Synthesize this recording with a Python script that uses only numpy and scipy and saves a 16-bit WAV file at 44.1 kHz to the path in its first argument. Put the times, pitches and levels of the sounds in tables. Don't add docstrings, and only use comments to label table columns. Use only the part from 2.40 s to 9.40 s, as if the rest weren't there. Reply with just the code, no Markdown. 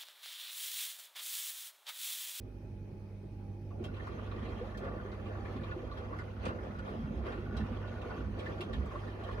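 import sys
import numpy as np
from scipy import signal
from scipy.io import wavfile
from scipy.ndimage import uniform_filter1d

SR = 44100
rng = np.random.default_rng(int(sys.argv[2]) if len(sys.argv) > 2 else 0)


def wrap_up_sound(samples):
    columns = np.atleast_2d(samples).T
    tamed = np.clip(columns, -1, 1)
    steps = np.round(tamed * 32767).astype(np.int16)
    wavfile.write(sys.argv[1], SR, steps)


N = 308700
T = np.arange(N) / SR

# (frequency [Hz], relative level per Hz [dB])
THUD_SPECTRUM = [(25, -35), (40, -15), (52, -2.5), (72, 16), (90, -17), (115, -13)]
BOOM_SPECTRUM = [(95, -34), (130, -7.5), (160, -0.5), (185, -22.5), (215, 0.5), (250, -3), (280, -23),
                 (320, -22)]
SLOSH_SPECTRUM = [(240, -37), (300, -4), (360, 0), (520, -6), (650, -6.5), (850, -11.5), (1050, -36)]
SPRAY_SPECTRUM = [(700, -33.5), (950, -1.5), (1300, -4), (1600, -12), (2000, -9.5), (2400, -33)]
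MIST_SPECTRUM = [(1800, -28), (2200, -3), (3200, -7.5), (5000, -20.5), (6500, -20.5), (7500, -36),
                 (9000, -28.5), (15800, -42)]
LUMPY_DB = 1


def tumble():
    thud, boom, slosh, spray, mist = load_gains()
    lumps = gain_of(LUMPY_DB * wander(16.))
    cabinet = thud * noise(shape(THUD_SPECTRUM), size=4096)
    cabinet += boom * noise(shape(BOOM_SPECTRUM), size=2048)
    water = slosh * noise(shape(SLOSH_SPECTRUM), patchy_db=2.0, flicker_db=0.3)
    water += spray * noise(shape(SPRAY_SPECTRUM), patchy_db=1.5, flicker_db=2.0, size=512)
    water += mist * noise(shape(MIST_SPECTRUM), patchy_db=3.0, flicker_db=1.5, size=512)
    return cabinet + lumps * water


# (crest time [s], surge [dB], brightness [dB], rise [s], fall [s])
SURGES = [(1.32, 3, 15, .03, 0.012), (1.46, 3.5, 6, 0.021, 0.013), (1.66, 2.5, 2.5, 0.045, .1),
          (2.04, 5, 0.5, 0.074, 0.22), (2.46, 7.5, -5, 0.045, 0.18), (2.89, 2.5, -.3, 0.032, 0.092),
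          (3.24, 3.5, 0, 0.19, 0.13), (3.6, 3, 1, .06, .06), (3.78, 4.5, -2.2, 0.074, 0.061),
          (4.07, 12, -0.5, 0.029, 0.049), (4.22, 4.5, -3.5, 0.036, 0.11), (4.48, 7.5, -.3, .025, 0.073),
          (4.87, 10, -1.3, 0.018, 0.085), (5.18, 4.5, .3, 0.075, 0.22), (5.47, 3, -2, 0.068, 0.025),
          (5.73, 6.5, 0.5, 0.068, 0.073), (6.009, 6.5, 2, 0.037, 0.041), (6.09, 8.5, -1.2, 0.021, 0.11),
          (6.32, 3, 0, 0.027, 0.088), (6.55, 4, 1, 0.058, 0.26), (6.91, 5, .3, 0.06, 0.26)]
SPIN_UP_S, SPRAY_START_S, FADE_S = 1.232, 1.342, 0.17
THUD_DB, BOOM_DB, SLOSH_DB, SPRAY_DB, MIST_DB = -49.5, -52, -52.5, -60.5, -68
SLOSH_BRIGHT_SHARE, MIST_BRIGHT_SHARE = 0.13, 1
BOOM_LAG_S, BOOM_SIGMA_S, THUD_SHARE = 0.014, 0.057, 0.74


def load_gains():
    landing_s, _, _, boom_db = np.transpose(THUMPS)
    landing_db = bells(landing_s + BOOM_LAG_S, BOOM_SIGMA_S, BOOM_SIGMA_S, boom_db)
    crest_s, surge_db, bright_db, rise_s, fall_s = np.transpose(SURGES)
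    surge_db = bells(crest_s, rise_s, fall_s, surge_db)
    bright_db = bells(crest_s, rise_s, fall_s, bright_db)
    turning = np.clip((T - SPIN_UP_S) / FADE_S, 0, 1)
    spraying = np.clip((T - SPRAY_START_S) / FADE_S, 0, 1)
    return [turning * gain_of(THUD_DB + THUD_SHARE * landing_db),
            turning * gain_of(BOOM_DB + landing_db),
            turning * gain_of(SLOSH_DB + surge_db + SLOSH_BRIGHT_SHARE * bright_db),
            spraying * gain_of(SPRAY_DB + surge_db),
            spraying * gain_of(MIST_DB + surge_db + MIST_BRIGHT_SHARE * bright_db)]


def bells(centres_s, rises_s, falls_s, heights):
    since_s = T[::64, None] - centres_s
    sigma_s = np.where(since_s < 0, rises_s, falls_s)
    return np.interp(T, T[::64], np.exp(-.5 * (since_s / sigma_s) ** 2) @ heights)


# (time [s], tone level [dB], tone pitch [Hz], cabinet boom above steady [dB])
THUMPS = [(1.518, -41, 90, 1.5), (1.721, -37, 49.4, 4), (2.04, -51, 89, 7), (2.452, -46, 69, 5),
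          (3.149, -36, 75, 6), (3.929, -40, 60.6, 0), (4.059, -35, 90.6, 6.5), (4.339, -49, 69, 3.5),
          (4.619, -37, 66.5, 10.5), (4.755, -31.5, 65, 9), (5.06, -45, 70, 7.5), (5.205, -33, 82.6, 11.5),
          (5.53, -42, 70, 2.5), (5.778, -31, 63, 0.5), (5.89, -42, 72, 10), (6.18, -47, 70, 3.5),
          (6.371, -24.5, 67.5, 10), (6.899, -31.5, 57, -4)]
THUMP_T60_S = 0.33


def thumps():
    t, out = np.arange(SR // 2) / SR, np.zeros(N)
    for s, db, hz, _ in THUMPS:
        swell = (1 - np.exp(-t / 0.012)) ** 2 * gain_of(db - 60 * t / THUMP_T60_S)
        add(out, s, swell * np.sin(2 * np.pi * hz * t))
    return sided(65)[:, None] * out


# (frequency [Hz], width [Hz], relative level under drops [dB], mean left-ear phase lead [rad])
DRUM_MODES = [(507.4, 14, 1, 1.5), (612, 18, -8, -0.5), (1073, 105, -7, 1.1), (1158, 57, -1.5, 1),
              (1448, 46, 1.5, -2.5), (1740, 62, -6.5, 4), (1820, 90, -10.5, -1), (2068, 49, -12, 2.5),
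              (2444, 62, -17, -1.5), (2702, 41, -13, -2.65), (3226, 38, -14.5, -2.5), (3885, 59, -23.5, 4),
              (4160, 70, -22.5, 3), (4530, 79, -21.5, 2.5), (5030, 170, -24, -4.5)]
DROPS_PER_S, DROP_SPREAD_DB = 110., 3.5
RING_T60_S = 0.068


def drum():
    slosh, spray, mist = load_gains()[2:]
    swells, out = blows(0.0034, RING_T60_S), np.zeros((2, N))
    for hz, width_hz, db, lead in DRUM_MODES:
        chance, size, rush = rng.random(N), rng.exponential(1, N), rng.standard_normal(N)
        drop_gain = gain_of(DROP_SPREAD_DB * np.minimum(size, 3))
        drops = evened((chance < DROPS_PER_S / SR) * np.sign(rush) * drop_gain)
        if hz < 900:
            wet = slosh * gain_of(-10.0)
        elif hz < 2200:
            wet = spray * gain_of(-5.5)
        else:
            wet = mist * gain_of(3.0)
        splash = np.zeros(N)
        for (s, swell), (_, low_db, low_hz, high_db, high_hz, _) in zip(swells, SPLASHES):
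            near_low = gain_of(low_db - 145 * np.log2(hz / low_hz) ** 2)
            near_high = gain_of(high_db - 150 * np.log2(hz / high_hz) ** 2)
            add(splash, s, swell * (near_low + near_high))
        push = 0.028 * np.exp(2j * np.pi * (hz * T + rng.random())) + 0.58 * rush
        sound = ring(gain_of(db) * wet * drops + splash * push, hz, width_hz)
        for _ in range(2):
            sound = 0.13 * ring(sound, hz, 728.0)
        turn = np.exp(.5j * (lead + 1.07 * min(hz / 1200, 1) * wander(4.)))
        out += sided(hz)[:, None] * np.array([sound * turn, sound * turn.conj()]).real
    return out


def ring(drive, hz, width_hz):
    r = np.exp(-np.pi * width_hz / SR)
    return signal.lfilter([np.sqrt(2 - 2 * r ** 2)], [1, -r * np.exp(2j * np.pi * hz / SR)], drive)


# (time [s], low ring level [dB], low ring pitch [Hz],
# high ring level [dB], high ring pitch [Hz], treble level [dB])
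SPLASHES = [(1.304, -51.5, 1210, -67, 2500, -92), (1.4387, -47, 1230, -46.5, 3000, -57),
            (1.539, -57, 1470, -55.5, 2810, -79), (1.5644, -50, 1160, -55.5, 2920, -77),
            (1.595, -46, 1800, -61, 2710, -76), (1.667, -37, 1250, -54, 2430, -62),
            (1.7848, -42, 1200, -72, 2220, -76), (1.9114, -41, 1190, -50.5, 2430, -73),
            (2.0494, -61, 964, -49.5, 2300, -70), (2.0884, -54, 1140, -61, 2390, -73),
            (2.3426, -46, 1780, -71, 2490, -76), (2.372, -56, 1140, -54, 3270, -57.5),
            (2.4423, -45, 1170, -58, 2420, -72), (2.717, -46, 956, -54, 2180, -70),
            (2.8544, -49, 1110, -57, 2710, -74), (3.05, -47, 1800, -57.5, 2300, -77),
            (3.1612, -50, 1050, -54, 2240, -73), (3.234, -48, 1210, -50.5, 2440, -72.5),
            (3.31, -40, 1470, -53, 2720, -76), (3.51, -43, 1160, -54.5, 3900, -80),
            (3.57, -40.5, 1470, -54, 3200, -68), (3.7244, -36, 1250, -73, 2260, -80),
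            (3.785, -36.5, 1640, -57, 2110, -64), (4.0523, -41, 1130, -43.5, 2340, -55),
            (4.0794, -42.5, 1130, -57, 2490, -76), (4.3444, -47.5, 1180, -72, 2360, -76),
            (4.386, -40.5, 1420, -58, 2670, -66), (4.4722, -40, 1220, -65, 2870, -81),
            (4.8569, -45, 1180, -56, 2400, -74), (4.9204, -41, 1430, -50.5, 2300, -72),
            (5.166, -47, 1090, -48, 3680, -57), (5.2026, -46, 1720, -55, 2910, -70),
            (5.323, -55, 1090, -59, 2470, -74), (5.4724, -57, 1150, -53, 3170, -76),
            (5.6136, -48, 1150, -49.5, 2710, -67), (5.7515, -42, 1100, -70, 2190, -81),
            (5.9896, -51, 1350, -48, 3220, -64), (6.058, -41, 1840, -51, 2750, -67),
            (6.178, -51, 1440, -60, 2400, -71), (6.206, -43, 1160, -39.5, 3000, -55),
            (6.33, -40, 1650, -44.5, 3300, -60), (6.4552, -53, 1130, -74, 2110, -64),
            (6.51, -39, 990, -61, 2150, -76), (6.55, -40, 1120, -70, 2410, -82),
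            (6.6723, -49, 1710, -56, 2230, -69), (6.8345, -55, 1080, -53, 3240, -69),
            (6.888, -38.5, 1140, -63, 2480, -74)]
# (frequency [Hz], relative level per Hz [dB])
SLAP_SPECTRUM = [(600, -23), (1100, -16), (2500, 3), (4000, 4), (5000, -14.5), (6500, -35)]
FIZZ_SPECTRUM = [(3500, -14), (4500, 6.5), (6500, -1), (7500, -3.5), (9000, -5), (12000, -14), (15800, -15)]
CRUNCH_T60_S, SLAP_T60_S, FIZZ_T60_S = .14, .15, 0.11
CRUNCH_DB = -9.


def splashes():
    crunch, slap, fizz = np.zeros((3, N))
    crunches, slaps = blows(0.0074, CRUNCH_T60_S), blows(0.0014, SLAP_T60_S)
    fizzes = blows(0.0026, FIZZ_T60_S)
    for i, (s, low_db, _, high_db, _, treble_db) in enumerate(SPLASHES):
        add(crunch, s, crunches[i][1] * gain_of(low_db + CRUNCH_DB))
        add(slap, s, slaps[i][1] * gain_of(high_db - 6.5))
        add(fizz, s, fizzes[i][1] * gain_of(treble_db + 0.5))
    return (crunch * noise(shape(SPRAY_SPECTRUM), size=256)
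            + slap * noise(shape(SLAP_SPECTRUM), patchy_db=2.5, size=256)
            + fizz * noise(shape(FIZZ_SPECTRUM), patchy_db=5.0, size=256))


def blows(rise_s, t60_s):
    t = np.arange(6000) / SR
    swell = (1 - np.exp(-t / rise_s)) * gain_of(-60 * t / t60_s)
    return [(s, swell) for s, *_ in SPLASHES]


# (time [s], relative level [dB], nominal pitch [Hz])
GULPS = [(1.405, -30, 357), (1.759, -39, 245), (1.962, -41, 330), (2.211, -28.5, 485), (2.443, -36.5, 532),
         (2.506, -51, 456), (2.565, -37, 336), (2.649, -37, 394), (3.153, -30, 254), (3.362, -29.5, 347),
         (3.429, -35.5, 495), (4.066, -29.5, 215), (4.864, -36, 369), (4.979, -31.5, 347),
         (5.129, -36, 400), (5.313, -28.5, 230), (5.661, -34.5, 486), (5.787, -33.5, 243),
         (6.197, -30, 356), (6.545, -36, 588), (6.735, -39, 369), (6.887, -36, 482)]


def gulps():
    t, out = np.arange(3000) / SR, np.zeros(N)
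    for s, db, hz in GULPS:
        swell = (1 - np.exp(-t / 0.0027)) * gain_of(db - 1.5 - 60 * t / 0.11)
        cycles = hz * (.95 * t + 2.33 * t ** 2)
        add(out, s, swell * np.sin(2 * np.pi * cycles))
    return sided(400)[:, None] * out


MAINS_HZ = 50.0
# (multiple of the mains [1], rms level before wavering [dB], wavering [dB])
HUM = [(1, -53, -2.5), (2, -46.5, 2.27), (3, -64.5, -2), (4, -58.5, 3), (5, -65.5, 4), (6, -67, 3),
       (7, -65, 3.2), (11, -73, -0.5), (16, -78, 7), (17, -75, 2.5)]
# (frequency [Hz], half-gain width [Hz], relative level [dB])
WHINE = [(620, 12, 1.5), (2248, 22, -13.5), (2493, 95, -14.5), (3110, 44, -21.5)]
WHINE_DB = -71


def pump():
    hum = np.zeros((2, N))
    for k, db, waver_db in HUM:
        level = np.sqrt(2) * gain_of(db + waver_db * wander(6.))
        tone = np.sin(2 * np.pi * (k * MAINS_HZ * T + rng.random()))
        hum += sided(k * MAINS_HZ)[:, None] * level * tone
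    return hum + gain_of(WHINE_DB) * noise(lambda hz: peaks(WHINE, hz), patchy_db=0.5, size=2048)


def peaks(modes, hz):
    return sum(gain_of(db) / (1 + (2 * (hz - f) / w) ** 2) for f, w, db in modes)


# (frequency [Hz], relative level per Hz [dB])
HISS_SPECTRUM = [(12, -40), (20, -8.5), (107, -10.5), (149, -13), (253, -19), (353, -14.5), (690, -32),
                 (816, -28), (1050, -37), (2490, -44), (2860, -48), (6080, -52), (7390, -65), (8730, -57.5),
                 (15700, -63.5)]
HISS_DB = -50.5


def background_hiss():
    return gain_of(HISS_DB) * noise(shape(HISS_SPECTRUM), patchy_db=2.0, size=2048)


# (frequency [Hz], likeness [0..1])
LIKENESS = [(60, 0.95), (130, 1), (290, 0.91), (520, 0.5), (750, 0.075), (1400, 0.17), (3100, 0.094),
            (6800, 0.044), (15000, 0.24)]


def noise(colour, patchy_db=0., flicker_db=0., size=1024):
    hop = size // 4
    frames, hz = N // hop + 5, np.fft.rfftfreq(size, 1 / SR)
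    a, b, c, d, patches = rng.standard_normal((frames, len(hz), 5)).T
    patches = uniform_filter1d(patches, size=size // 80, axis=0)
    patches = evened(uniform_filter1d(patches, size=1 + 1600 // hop, axis=1))
    flicker = evened(uniform_filter1d(rng.standard_normal(frames), size=1 + 1000 // hop))
    same = np.clip(read(LIKENESS, hz), -1, 1)[:, None]
    left = a + 1j * b
    right = same * left + np.sqrt(1 - same ** 2) * (c + 1j * d)
    z = np.array([left, right]) * (sided(hz) * colour(hz))[..., None]
    z *= gain_of(patchy_db * patches + flicker_db * flicker)
    return evened(signal.istft(z, nperseg=size, noverlap=size - hop)[1][:, :N])


def shape(points):
    return lambda hz: gain_of(read(points, hz)) * (hz >= points[0][0]) * (hz <= points[-1][0])


# (frequency [Hz], left minus right [dB])
LEAN = [(60, -4.5), (130, -1.5), (290, -2.0), (640, -1), (1410, 0.5), (3100, -2), (6820, -1.5),
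        (15000, 1.5)]


def sided(hz):
    return gain_of(np.multiply.outer([.5, -.5], read(LEAN, hz)))


def read(points, hz):
    f, value = np.transpose(points)
    return np.interp(np.log(hz + 1), np.log(f + 1), value)


def wander(top_hz):
    t = T[::64]
    slow = np.zeros(len(t))
    for f in np.geomspace(top_hz / 20, top_hz, 20):
        slow += np.sin(2 * np.pi * (f * t + rng.random())) / np.sqrt(f)
    return np.interp(T, t, evened(slow))


def gain_of(db):
    return 10 ** (np.asarray(db) / 20)


def evened(x):
    return x / np.sqrt(np.mean(x ** 2) + 1e-20)


def add(mix, s, sound):
    part = mix[round(s * SR):][:len(sound)]
    part += sound[:len(part)]


def scene():
    return tumble() + thumps() + drum() + splashes() + gulps() + pump() + background_hiss()


EDGE_HZ = 15750


def record(dry):
    thin = signal.sosfilt(signal.butter(4, 36., "high", fs=SR, output="sos"), dry)
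    padded = np.pad(thin, [(0, 0), (255, 255)], "reflect", reflect_type="odd")
    low_pass = signal.firwin(511, EDGE_HZ, window=("kaiser", 9), fs=SR)
    return signal.oaconvolve(padded, low_pass[None], "valid", axes=1)


dry = scene()
out = record(dry)
wrap_up_sound(out)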